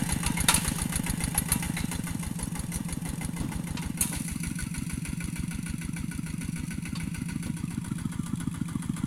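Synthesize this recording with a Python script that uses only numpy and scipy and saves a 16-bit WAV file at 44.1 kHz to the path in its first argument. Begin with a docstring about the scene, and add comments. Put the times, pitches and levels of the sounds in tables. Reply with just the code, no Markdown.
"""A walking tractor ploughs dry soil in the open; its one-cylinder, four-stroke diesel fires 6 or 7 times a second.
Every cycle: intake gulp, a hum in the intake pipe as the valve shuts, firing knock, exhaust thump and hiss.
At first it is close, heard from behind, and loose ironwork clanks and leaves the covers rattling. The engine
slows, then picks up; the tractor shows its side and draws away, with a low swell, dull bursts and more clanks.
Near the end a plough disc sings briefly. Short pulses, ringing notes and filtered noise make the sounds."""
import sys
import numpy as np
from scipy import signal
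from scipy.fft import rfft, irfft
from scipy.io import wavfile
from scipy.ndimage import uniform_filter1d, map_coordinates

SR = 44100
rng = np.random.default_rng(int(sys.argv[2]) if len(sys.argv) > 2 else 0)


def unload_wav(signal):
    """Save mono or channel-first audio to the path in sys.argv[1] as 16-bit WAV at rate SR, clipped to [-1, 1]."""
    wavfile.write(
        sys.argv[1],
        SR,
        np.round(np.clip(np.atleast_2d(signal).T, -1, 1) * 32767).astype(np.int16),
    )


N = 399546
TIME, HZ = np.arange(N) / SR, np.fft.rfftfreq(N, 1 / SR)

# engine speed: t/s, four-stroke cycles per second
ENGINE_SPEED = [(0.0, 7.052), (0.5, 7.273), (1.2, 7.084), (1.65, 7.184), (1.946, 6.544), (2.234, 6.191),
                (2.897, 5.948), (3.304, 6.522), (3.957, 6.583), (4.793, 6.45), (6.921, 6.83),
                (7.336, 7.116), (7.82, 7.224), (9.06, 7.049)]
START_TURN = -.1756  # place in the cycle at time 0, in cycles
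# how hard the governor fuels the engine: t/s, load (0 to 1)
ENGINE_LOAD = [(0, 0.79), (1.52, 1), (1.68, 0.54), (2.1, 0.48), (2.45, 0.88), (3.1, 0.82), (3.95, 0.6),
               (4.65, 0.86), (6.8, 0.55), (8.1, 0)]
# how hard the fuel knocks: t/s, level/dB
KNOCK_HARDNESS = [(0, -4.5), (.35, -2.5), (.7, -0.5), (1.6, 3.5), (1.9, -2), (2.4, -5), (2.9, 0.5),
                  (3.3, 0.5), (3.9, 3), (5.55, 5), (6.1, 3), (7.15, 4), (7.5, -0.5), (7.85, 2), (8.3, -2),
                  (9.06, 1.5)]
# the tractor's way across the field: t/s, distance/m, aspect (0 behind, 1 beside, 2 ahead)
TRACTOR_PATH = [(0, 2.62, 0.056), (1.75, 5.5, 0.047), (3.75, 10.5, .02), (4.5, 13.9, 1.12),
                (5.5, 15.2, 1.04), (6.2, 17.5, 1.17), (7.1, 17.5, 0.86), (8.1, 23, 1.9), (9.06, 21, 1.92)]
NEAR_M = 5  # distance at which spreading changes no level

# steady rumble of gears, wheels and turning soil: f/Hz, relative level/dB
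RUMBLE_COLOUR = [(35, -4), (80, -4.5), (150, 3.5), (260, 3.5), (380, -14.5), (580, -29.5), (1500, -24.5),
                 (16000, -49)]
# crumbling clods: f/Hz, relative level/dB
CLOD_COLOUR = [(200, -2.5), (540, 5.5), (680, -4), (880, 5.5), (1150, 0.5), (1500, -22), (3000, -11.5),
               (16000, -25)]
# brief low swells and crumbly bursts, the first one the longest: # t/s, low level/dB, crumbling level/dB,
# decay/s
LOW_SWELLS = [(3.4, -33, -47, 0.1), (4.11, -40, -42, 0.012), (7.458, -36, -46, 0.011)]
SWELL_RISE_S = 0.0082
# a plough disc rubs and sings: t/s, length/s, f/Hz, level/dB
DISC_SQUEALS = [(8.17, 0.18, 1180, -52)]
# a cover or a bar is jolted and zings around one note: t/s, f/Hz, level/dB, decay/s
METAL_ZINGS = [(0.121, 10640, -24.5, 0.0057), (.261, 11150, -27, 0.0055), (.369, 2100, -30, 0.019),
               (.404, 11000, -28, 0.0046), (.4855, 3770, -23.5, 0.014), (.486, 1348, -24, .016),
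               (.495, 965, -25, .005), (.958, 10950, -27, 0.0045), (1.097, 11140, -31, .005),
               (1.348, 864, -33, 0.023), (1.377, 11000, -19, 0.01), (1.519, 11320, -21, 0.0097),
               (1.765, 2093, -32.5, 0.022), (1.766, 4000, -40.5, 0.048), (2.428, 10560, -30, 0.0094),
               (2.738, 5890, -43, 0.028), (4.022, 2650, -37, .011), (4.935, 10700, -40, 0.014),
               (6.853, 2660, -41, 0.0098), (6.953, 1120, -42, 0.0095), (6.954, 3590, -46, .014),
               (6.956, 4450, -40, 0.012)]
ZING_WIDTH, ZING_RISE_S = 0.0404, 0.00095  # width as a share of the note

# blows on plough and loose ironwork: t/s, relative clank level/dB, jingle level/dB, decay/s
IRON_KNOCKS = [(0.262, -31.5, -44, 0.0021), (0.483, -23.5, -21.5, 0.013), (0.5397, -37, -21, 0.0073),
               (.559, -34, -44, 0.0082), (1.3758, -40.5, -25.5, 0.0026), (1.517, -36.5, -23.5, 0.0049),
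               (1.766, -53, -57, 0.018), (1.8, -44, -61, 0.0038), (2.738, -53, -33, 0.0091),
               (3.768, -40, -54, 0.011), (3.826, -52, -67, 0.013), (4.007, -57, -19, 0.0063),
               (4.02, -40, -33.5, 0.016), (4.072, -46, -42, 0.0026), (4.149, -46, -57, 0.018),
               (6.95, -46.5, -51, 0.02), (7.461, -52.5, -48, 0.01)]
# broad clank of the ironwork: f/Hz, relative level/dB
CLANK_COLOUR = [(200, -5), (600, -5.5), (1000, 1.5), (1360, -2.5), (1720, 0.5), (2740, -0.5), (3900, 1),
                (5430, -4.5), (9550, -9), (16000, -41)]
# bright jingle of the ironwork: f/Hz, relative level/dB
JINGLE_COLOUR = [(2350, -15), (4300, -12), (5600, -34), (6400, -0.5), (7400, -8.5), (8750, 3), (10400, 6),
                 (16000, -24)]
# ringing of the plough frame: f/Hz, relative level/dB, time to fall by 60 dB/s
PLOUGH_MODES = [(886, -15, 0.4), (960, -6, 0.26), (1242, -14, 0.18), (1333, -10, 0.15), (2290, -11, 0.19),
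                (2710, -7, 0.19), (3710, -15, 0.35), (6200, -15, 0.14)]
LOOSE_DB, SETTLE_S = -19, 1  # rattle that a knock shakes loose, against its jingle; settling time

# metal blows of one cycle: place in the cycle (0 to 1), clatter level/dB, rattle level/dB, rise/s, decay/s
CYCLE_BLOWS = [(0.25, -4, -1.5, 0.001, 0.007), (0.458, 2, 5.5, 0.00017, 0.0065),
               (0.491, 4, -2, 0.00031, 0.021), (.585, -2, -4, 0.00072, 0.015),
               (0.706, -4, -12.5, 0.00092, 0.064), (.955, -1.5, -5.5, 0.0015, 0.011)]
# colour of the machine from behind: f/Hz, relative level/dB
COLOUR_BEHIND = [(200, 10.5), (400, 4.5), (580, -11), (900, 2.5), (1270, -10.5), (1800, -1.5), (2100, 0.5),
                 (3100, -6.5), (4200, -9), (5400, -15), (8000, -9.5), (10100, -5.5), (16000, -29)]
# colour of the machine from the side: f/Hz, relative level/dB
COLOUR_BESIDE = [(200, -13), (680, -36), (950, -7.5), (1480, -4.5), (1800, -15), (2150, -1), (3100, -5),
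                 (4000, -14), (6000, -16.5), (8200, -10.5), (10000, -9), (16000, -31)]
# colour of the machine from far ahead: f/Hz, relative level/dB
COLOUR_AHEAD = [(200, -3), (520, -2), (720, -7), (930, 4), (1400, 10), (1850, 1), (2450, -1.5),
                (3400, -2.5), (4000, -17), (6000, -21.5), (8200, -15.5), (9900, -15), (11500, -22.5),
                (16000, -35)]
# ringing of block, flywheel and covers: f/Hz, width/Hz, relative level/dB from behind, beside, ahead
IRON_MODES = [(855, 10, 6, -20, 11), (947, 40, -4, 9.5, 4.5), (1196, 7.8, -24, -9.5, 4),
              (1410, 120, 6.5, -20, -8), (2043, 12, -17, 10, 9.5), (4020, 8.5, 13, -2, -30),
              (4380, 91, -6, 11, -18), (4724, 23, 6.5, 13, 14), (5803, 60, 10, 9.5, -6),
              (9850, 340, 1.5, 7.5, 6.5)]

# exhaust gas at the outlet: f/Hz, relative level/dB
HISS_COLOUR = [(300, -11), (650, -43), (900, -2.5), (1400, 0), (2000, 2), (3200, -12), (4300, 2),
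               (5200, -8.5), (8200, -4), (10000, 14.5), (11000, 7.5), (12200, -11), (16000, -20)]
# the silencer shell rings with every blow-down: f/Hz, width/Hz, relative level/dB
SHELL_MODES = [(2340, 500, -4), (3500, 160, 17), (4400, 460, 10), (6600, 320, 17)]
# the blow-down lengthens with load, and its first, sucking swing grows against the second
BLOWDOWN_IDLE_S, BLOWDOWN_LOAD_S, SUCK_IDLE, SUCK_LOAD, FILL_POWER = 0.0047, 0.0065, 0.14, 0.47, 0.86

# the cylinder's answer to each ignition: f/Hz, decay/s, relative level/dB from behind, beside, ahead
CYLINDER_NOTES = [(544, 0.0058, -20, -11.5, -18), (860, 0.013, -8.5, -20, -26), (1167, 0.0067, -32, -24, 4),
                  (1452, 0.011, -13.5, 2.5, 3), (2032, 0.0098, 0, -2, -7), (2262, 0.0069, -13, 4, -16),
                  (2570, 0.0025, -4, 0, -36)]
EDGE_HZ = 16200  # upper band limit


def gain_of(db):
    """Decibels to amplitude."""
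    return 10 ** (np.asarray(db) / 20)


def evened(x):
    """Scales to an average power of 1."""
    return x / np.sqrt(np.mean(x ** 2) + 1e-20)


def curve(rows, s, axis=1):
    """One column of a time table at the times s."""
    table = np.transpose(rows)
    return np.interp(s, table[0], table[axis])


def colour(points):
    """Gain at every frequency, drawn through a few points of a spectrum."""
    f, db = np.transpose(points)
    return gain_of(np.interp(np.log(HZ + 1), np.log(f + 1), db))


def shaped(x, gain):
    """Filters x and scales it to an average power of 1."""
    return evened(irfft(rfft(x) * gain, N))


def add(mix, s, sound):
    """Mixes a sound in at the time s, cutting what falls outside."""
    start = round(s * SR)
    sound, part = sound[max(-start, 0):], mix[max(start, 0):]
    part[:len(sound)] += sound[:len(part)]


def facing(s):
    """Side of the tractor that is heard at the times s: 0 behind, 1 beside, 2 ahead."""
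    return np.clip(curve(TRACTOR_PATH, s, axis=2), 0, 2)


def level(db, load_db=0, ahead_db=0, falloff=0):
    """Level of a source over time: follows load, aspect and distance (falloff 1 = inverse distance)."""
    spreading = 20 * np.log10(curve(TRACTOR_PATH, TIME) / NEAR_M)
    return db + load_db * curve(ENGINE_LOAD, TIME) + ahead_db * facing(TIME) - falloff * spreading


def at(track, s):
    """Value of a running level at the time s."""
    return track[np.clip(round(s * SR), 0, N - 1)]


def moments(place):
    """Times at which the engine passes one place of its cycle."""
    t = np.arange(-SR // 5, N, 20) / SR
    turns = np.cumsum(curve(ENGINE_SPEED, t)) * (t[1] - t[0])
    turns += START_TURN - np.interp(0, t, turns)
    passes = np.arange(np.ceil(turns[0] - place), turns[-1] - place) + place
    return np.interp(passes, turns, t)


def strike(t, rise, decay):
    """Envelope with a soft start and an exponential fall, top 1."""
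    shape = (1 - np.exp(-(t / rise) ** 2)) * np.exp(-t / decay)
    return shape / shape.max()


def ring(t, hz, db, rise, decay):
    """A gas resonance that builds up and dies."""
    return gain_of(db) * strike(t, rise, decay) * np.sin(2 * np.pi * hz * t)


def swing(t, width):
    """One pressure swing as it radiates from a small outlet: a peak between two shallow troughs."""
    return (1 - 2 * (t / width) ** 2) * np.exp(-(t / width) ** 2)


def grit(grain_db):
    """Noise whose strength jumps from millisecond to millisecond, like chattering metal."""
    grain = evened(uniform_filter1d(rng.standard_normal(N), 50))
    return evened(rng.standard_normal(N) * gain_of(grain_db * grain))


def taps(per_s):
    """Separate contacts of metal on metal, at random moments."""
    return evened(np.sign(rng.standard_normal(N)) * (rng.random(N) < per_s / SR))


def resonances(modes):
    """Frequency response of a set of modes (f/Hz, width/Hz, level/dB)."""
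    return sum(gain_of(db) / (1 + 2j * (HZ - hz) / width) for hz, width, db in modes)


def crowded(db, decay):
    """Response of a metal body with countless short modes: the blow itself and a brief random ring."""
    t = np.arange(SR // 8) / SR
    tail = rng.standard_normal(len(t)) * np.exp(-t / decay)
    return 1 + gain_of(db) * rfft(tail / np.linalg.norm(tail), N)


def buzz(hz, decay):
    """A struck piece of metal: a cluster of close modes around one note, dying together."""
    t = np.arange(SR // 8) / SR
    notes = hz * (1 + ZING_WIDTH * rng.uniform(-1.1, 1, (8, 1)))
    shape = strike(t, ZING_RISE_S, decay)
    cluster = np.sin(2 * np.pi * (notes * t + rng.random(notes.shape)))
    return evened((shape * cluster).sum(0)) * np.sqrt(np.mean(shape ** 2))


def rumble(force, churn_level, drag_level, throb):
    """Wheels churn the soil and the discs crumble the clods, both shuddering with the engine."""
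    shudder = (1 + throb * evened(uniform_filter1d(force[0], 900))) / (1 + throb)
    wheels, discs, t = gain_of(churn_level), gain_of(drag_level), np.arange(SR) / SR
    for s, low_db, crumble_db, decay in LOW_SWELLS:
        shape = strike(t, SWELL_RISE_S, decay)
        add(wheels, s, gain_of(low_db) * shape)
        add(discs, s, gain_of(crumble_db) * shape)
    churn = wheels * shaped(rng.standard_normal(N), colour(RUMBLE_COLOUR))
    crumble = discs * shaped(grit(grain_db=2.5), colour(CLOD_COLOUR))
    return shudder * (churn + crumble)


def squeals(waver):
    """Rubbing steel sings on one unsteady note that swells and fades."""
    out = np.zeros(N)
    for s, length, hz, db in DISC_SQUEALS:
        t = np.arange(0, length, 1 / SR)
        drift = evened(uniform_filter1d(rng.standard_normal(SR), size=300))[:len(t)]
        turns = np.cumsum(hz * (1 + waver * drift)) / SR
        swell = np.sqrt(np.sin(np.pi * t / length))
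        add(out, s, gain_of(db) * swell * np.sin(2 * np.pi * turns))
    return out


def zings():
    """Each jolt makes a cover or a bar buzz briefly around one note."""
    out = np.zeros(N)
    for s, hz, db, decay in METAL_ZINGS:
        add(out, s, gain_of(db) * buzz(hz, decay))
    return out


def ironwork(tail_db, tail_decay, rise, ring_db, crash_db, rebound_s, rebound_db, count):
    """Each knock is a broad clank whose rebounds ring the frame, and a bright jingle that shakes on."""
    force, ringing, t = np.zeros((2, N)), np.zeros(N), np.arange(SR // 3) / SR
    for s, clank_db, jingle_db, decay in IRON_KNOCKS:
        shape = strike(t, rise, decay) + gain_of(tail_db) * strike(t, rise, tail_decay)
        add(force[0], s, gain_of(clank_db + crash_db) * shape)
        add(force[1], s, gain_of(jingle_db) * shape)
        contact = s + rise / 2
        for k in range(count):
            modes = sum(gain_of(db - 60 * t / t60) * np.sin(2 * np.pi * (hz * t + rng.random()))
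                        for hz, db, t60 in PLOUGH_MODES)
            add(ringing, contact, gain_of(clank_db + ring_db + k * rebound_db) * modes)
            contact += rebound_s * rng.uniform(0.298, 1.8)
    clank = rfft(force[0] * grit(grain_db=1.0)) * evened(colour(CLANK_COLOUR))
    jingle = rfft(force[1] * grit(grain_db=3.5)) * evened(colour(JINGLE_COLOUR))
    return ringing + irfft((clank + jingle) * crowded(db=-5, decay=0.011), N)


def loosened():
    """Extra rattle of the tinware, shaken loose by each knock and settling again."""
    power, t = np.zeros(N), np.arange(4 * SR) / SR
    for s, _, jingle_db, _ in IRON_KNOCKS:
        add(power, s, (gain_of(jingle_db + LOOSE_DB) * np.exp(-t / SETTLE_S)) ** 2)
    return np.sqrt(power)


def pings(ping_level, place, low_hz, high_hz, decay):
    """A part struck at one place of every cycle answers each time with another note of its range."""
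    out = np.zeros(N)
    for s in moments(place):
        size = gain_of(at(ping_level, s) + 2 * rng.standard_normal())
        add(out, s, size * buzz(rng.uniform(low_hz, high_hz), decay))
    return out


def blows(whirr_db, fizz_db, scatter_db, jitter, ticks_per_s, tick_db, tick_decay):
    """Shaking of block and tin covers as valve gear, injector and combustion strike; loose parts tick."""
    power, t = np.zeros((2, N)), np.arange(SR // 6) / SR
    for place, block_db, tin_db, rise, decay in CYCLE_BLOWS:
        times = moments(place)
        shape = strike(t, rise, decay)
        for s, (late, a, b) in zip(times, np.clip(rng.standard_normal((len(times), 3)), -1, 1)):
            on_block = gain_of(block_db + scatter_db * a)
            on_tin = gain_of(tin_db + scatter_db * (a + b) / np.sqrt(2))
            add(power[0], s + jitter * late, (on_block * shape) ** 2)
            add(power[1], s + jitter * late, (on_tin * shape) ** 2)
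    ticks = (rng.random(N) < ticks_per_s / SR) * rng.exponential(1, N) * gain_of(tick_db) ** 2
    power[1] += signal.lfilter([1], [1, -np.exp(-2 / (tick_decay * SR))], ticks)
    # gears and belt keep the metal astir between blows
    return np.sqrt(power + gain_of([[whirr_db], [fizz_db]]) ** 2)


def machinery(force, clatter_level, rattle_level, ring_db, split_hz, taps_per_s, body_db, body_decay):
    """The block clatters low and the covers rattle high; each side has its own colour and modes."""
    block = force[0] * gain_of(clatter_level)
    tin = force[1] * np.hypot(gain_of(rattle_level), loosened())
    # hard blows set the big modes ringing most
    hard = np.minimum(force / force.std(1, keepdims=True) / 3, 1)
    drives = [(rfft(block * a * taps(taps_per_s)), rfft(tin * b * taps(2 * taps_per_s)))
              for a, b in [(1, 1), hard]]
    out, aspect, low = np.zeros(N), facing(TIME), 1 / (1 + (HZ / split_hz) ** 8)
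    for k, side in enumerate([COLOUR_BEHIND, COLOUR_BESIDE, COLOUR_AHEAD]):
        dense = crowded(body_db, body_decay) / np.hypot(1, gain_of(body_db))
        modes = gain_of(ring_db) * resonances([(hz, width, dbs[k]) for hz, width, *dbs in IRON_MODES])
        lower = evened(colour(side) * np.sqrt(low))
        upper = evened(colour(side) * np.sqrt(1 - low))
        heard = sum((a * lower + b * upper) * body for (a, b), body in zip(drives, [dense, modes]))
        # blend from one side to the next as the tractor turns
        out += np.maximum(1 - abs(aspect - k), 0) * irfft(heard, N)
    return out


def flexing(x, bend, span):
    """Thin metal flexes as it shakes: its notes bend by a small share, anew in each span of seconds."""
    size = round(np.clip(span, .01, .2) * SR)
    drift = uniform_filter1d(uniform_filter1d(rng.standard_normal(N), size), size)
    drift *= bend / np.std(np.diff(drift))
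    return map_coordinates(x, [np.arange(N) + drift], order=3, mode="nearest")


def intake(gulp_level, pop_level, cleaner_level, hum_level, gulp_hz, gulp_width, pop_s, pop_width,
           hum_hz, hum_detune, speed_power, scatter_db):
    """The valve opens with a pop and a gulp that booms in the air cleaner; as it shuts, the pipe hums on."""
    out, t, lead = np.zeros(N), np.arange(SR // 5) / SR, 1 / 80
    usual = np.mean(curve(ENGINE_SPEED, TIME))
    gulp_shape = np.exp(-((t - lead - .0005) / gulp_width) ** 2)
    gulp = gulp_shape * np.cos(2 * np.pi * gulp_hz * (t - lead))
    pop = swing(t - lead + pop_s, pop_width)
    cleaner = ring(t, hz=109.2, db=-30.5, rise=0.0065, decay=0.007)

    def strength(track, s):
        """Size of one pulse: it grows with engine speed and varies a little by chance."""
        faster = (curve(ENGINE_SPEED, s) / usual) ** speed_power
        return faster * gain_of(at(track, s) + scatter_db * rng.standard_normal())

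    for s in moments(0):
        add(out, s - lead, strength(gulp_level, s) * gulp + strength(pop_level, s) * pop)
        add(out, s + .003, strength(cleaner_level, s) * cleaner)
    for s in moments(.262):  # the valve shuts
        pitch = 1 + hum_detune * rng.standard_normal()
        hum = ring(t, hz=hum_hz * pitch, db=-27.5, rise=0.0035, decay=0.031)
        hum = hum + ring(t * pitch, hz=308.3, db=-50.5, rise=0.0003, decay=0.086)
        add(out, s - .003, -strength(hum_level, s) * hum)
    return out


def exhaust(thump_level, hiss_level, shell_level, width, spread, crack, crack_s, crack_width,
            hiss_rise, hiss_decay, scatter_db):
    """Each blow-down: a crack as the valve lifts, a swing at start and end, silencer boom, spit of gas."""
    thumps, jet, t, lead = np.zeros(N), np.zeros(N), np.arange(SR // 8) / SR, 1 / 40
    boom = ring(t, hz=210.5, db=-33.0, rise=0.0032, decay=0.0059)
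    for s in moments(.713):
        fill = max(curve(ENGINE_LOAD, s), 0) ** FILL_POWER
        length = BLOWDOWN_IDLE_S + BLOWDOWN_LOAD_S * fill
        suck = SUCK_IDLE + SUCK_LOAD * fill
        push, spit = gain_of(scatter_db * rng.standard_normal(2) * [1 / 2, 1])
        wide = width + spread * length  # a long blow-down is also deeper
        thump = swing(t - lead - length, wide) - suck * swing(t - lead, wide)
        thump = thump + crack * fill * swing(t - lead + crack_s, crack_width)
        add(thumps, s - lead, push * gain_of(at(thump_level, s)) * thump)
        add(thumps, s - .0033, push * boom)
        add(jet, s - .003, spit * strike(t, hiss_rise, hiss_decay))
    hiss = rfft(jet * gain_of(hiss_level) * grit(grain_db=3.0))
    shell = rfft(jet * gain_of(shell_level) * grit(grain_db=4.0)) * resonances(SHELL_MODES)
    return thumps + irfft((hiss + shell) * evened(colour(HISS_COLOUR)), N)


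def chuff(chuff_level, high_hz, low_hz, slide_s, rise, decay, size):
    """After each firing a hollow, breathy note slides down: a tone roughened by slow noise."""
    out, t = np.zeros(N), np.arange(SR // 8) / SR
    turns = np.cumsum(low_hz + (high_hz - low_hz) * np.exp(-t / slide_s)) / SR
    for s in moments(.48):
        a, b = uniform_filter1d(uniform_filter1d(rng.standard_normal((2, len(t))), size), size)
        note = evened(a * np.cos(2 * np.pi * turns) + b * np.sin(2 * np.pi * turns))
        add(out, s, gain_of(at(chuff_level, s)) * strike(t, rise, decay) * note)
    return out


def ignition(knock_level, place, rise, detune, sag, scatter_db, slap_s, slap_db, count):
    """The fuel's hard blow rings the cylinder in sagging notes; ever weaker, uneven piston slaps follow."""
    out, t = np.zeros(N), np.arange(SR // 10) / SR
    for s in moments(place):
        aspect, blow = facing(s), s
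        for k in range(count):
            clack = 0
            chances = rng.standard_normal((len(CYLINDER_NOTES), 3))
            for (hz, decay, *dbs), (a, b, c) in zip(CYLINDER_NOTES, chances):
                size = gain_of(np.interp(aspect, range(3), dbs) + scatter_db * a)
                # the note starts high and sags to its rest pitch
                turns = hz * (1 + detune * b) * (t + sag * decay * (1 - np.exp(-t / decay)))
                clack = clack + size * strike(t, rise, decay) * np.sin(2 * np.pi * (turns + c))
            add(out, blow, gain_of(at(knock_level, s) + np.sqrt(k) * slap_db) * clack)
            blow += slap_s * rng.uniform(.5, 1.6)
    return out


def scene():
    """The whole tractor in the open: bass carries farther than treble. Times are in s, widths too."""
    force = blows(whirr_db=-8.5, fizz_db=-11, scatter_db=2.0, jitter=0.00015,
                  ticks_per_s=24, tick_db=1, tick_decay=0.0023)

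    churn = level(db=-42.5, ahead_db=0.5, falloff=0.09)
    drag = level(db=-55.0, load_db=7.5, ahead_db=-9.0, falloff=0.17)  # the discs face back
    ground = rumble(force, churn, drag, throb=22.0)
    knocks = ironwork(tail_db=-24.5, tail_decay=0.31, rise=0.00303, ring_db=1.0, crash_db=3.5,
                      rebound_s=0.0098, rebound_db=-2, count=3)
    loose = squeals(waver=0.009) + zings() + knocks

    hardness = curve(KNOCK_HARDNESS, TIME)
    clatter = level(db=-34.5, load_db=-5.0, ahead_db=1.84, falloff=1.357) + hardness / 2
    rattle = level(db=-37.0, load_db=-2.0, ahead_db=1.1, falloff=0.83)
    covers = pings(rattle - 2, place=.46, low_hz=8740, high_hz=10670, decay=0.0062)
    covers += pings(rattle - 6, place=0.57, low_hz=9100, high_hz=11000, decay=0.0073)
    block = pings(clatter - 2 - 6 * facing(TIME), place=.465, low_hz=747, high_hz=1271, decay=0.014)
    valve = pings(level(db=-49, ahead_db=-1), place=0.28, low_hz=2370, high_hz=2520, decay=0.0027)
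    pipe = pings(level(db=-59.5, ahead_db=5.5), place=.91, low_hz=1125, high_hz=1453, decay=0.021)
    metal = machinery(force, clatter, rattle, ring_db=0.0, split_hz=4680, taps_per_s=2500,
                      body_db=0, body_decay=0.0028)
    metal = flexing(metal, bend=0.01155, span=0.0393)

    gulp = level(db=-17.0, load_db=-3.5, ahead_db=2.12, falloff=0.36)
    pop = level(db=-33.0, load_db=-2.5, ahead_db=-9, falloff=0.51)
    cleaner = level(db=4.0, load_db=-5.0, ahead_db=1.8, falloff=0.36)
    hum = level(db=-.5, load_db=2.0)
    air = intake(gulp, pop, cleaner, hum, gulp_hz=208.0, gulp_width=0.0034, pop_s=0.00402,
                 pop_width=0.00076, hum_hz=168.5, hum_detune=0.0068, speed_power=0.66, scatter_db=0.5)

    thump = level(db=-25.0, load_db=3.0, ahead_db=1.0, falloff=0.4)
    hiss = level(db=-59.5, load_db=35.5, falloff=0.95)
    shell = level(db=-44.5, load_db=12.5, ahead_db=1.5, falloff=1.0)
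    gas = exhaust(thump, hiss, shell, width=0.0017, spread=0.23, crack=0.51, crack_s=0.003,
                  crack_width=0.0023, hiss_rise=0.001, hiss_decay=0.01, scatter_db=1.5)

    breath = level(db=-49.0, load_db=-5.5, ahead_db=-3.5, falloff=0.21)
    hollow = chuff(breath, high_hz=1595, low_hz=1038, slide_s=0.056, rise=0.0009, decay=0.034, size=380)
    knock = level(db=-33.5, load_db=-4.0, falloff=0.99) + hardness
    firing = ignition(knock, place=.466, rise=0.00085, detune=0.015, sag=0.028, scatter_db=3.0,
                      slap_s=.008, slap_db=-6.5, count=4)
    small_parts = covers + block + valve + pipe
    return (ground + loose + small_parts + metal + air + gas + hollow + firing)[None]


def record(dry):
    """Takes away everything above the band limit with a steep low-pass filter."""
    lowpass = signal.firwin(511, EDGE_HZ, window=("kaiser", 9), fs=SR)
    return signal.oaconvolve(dry, lowpass[None], "same")


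dry = scene()
out = record(dry)
unload_wav(out)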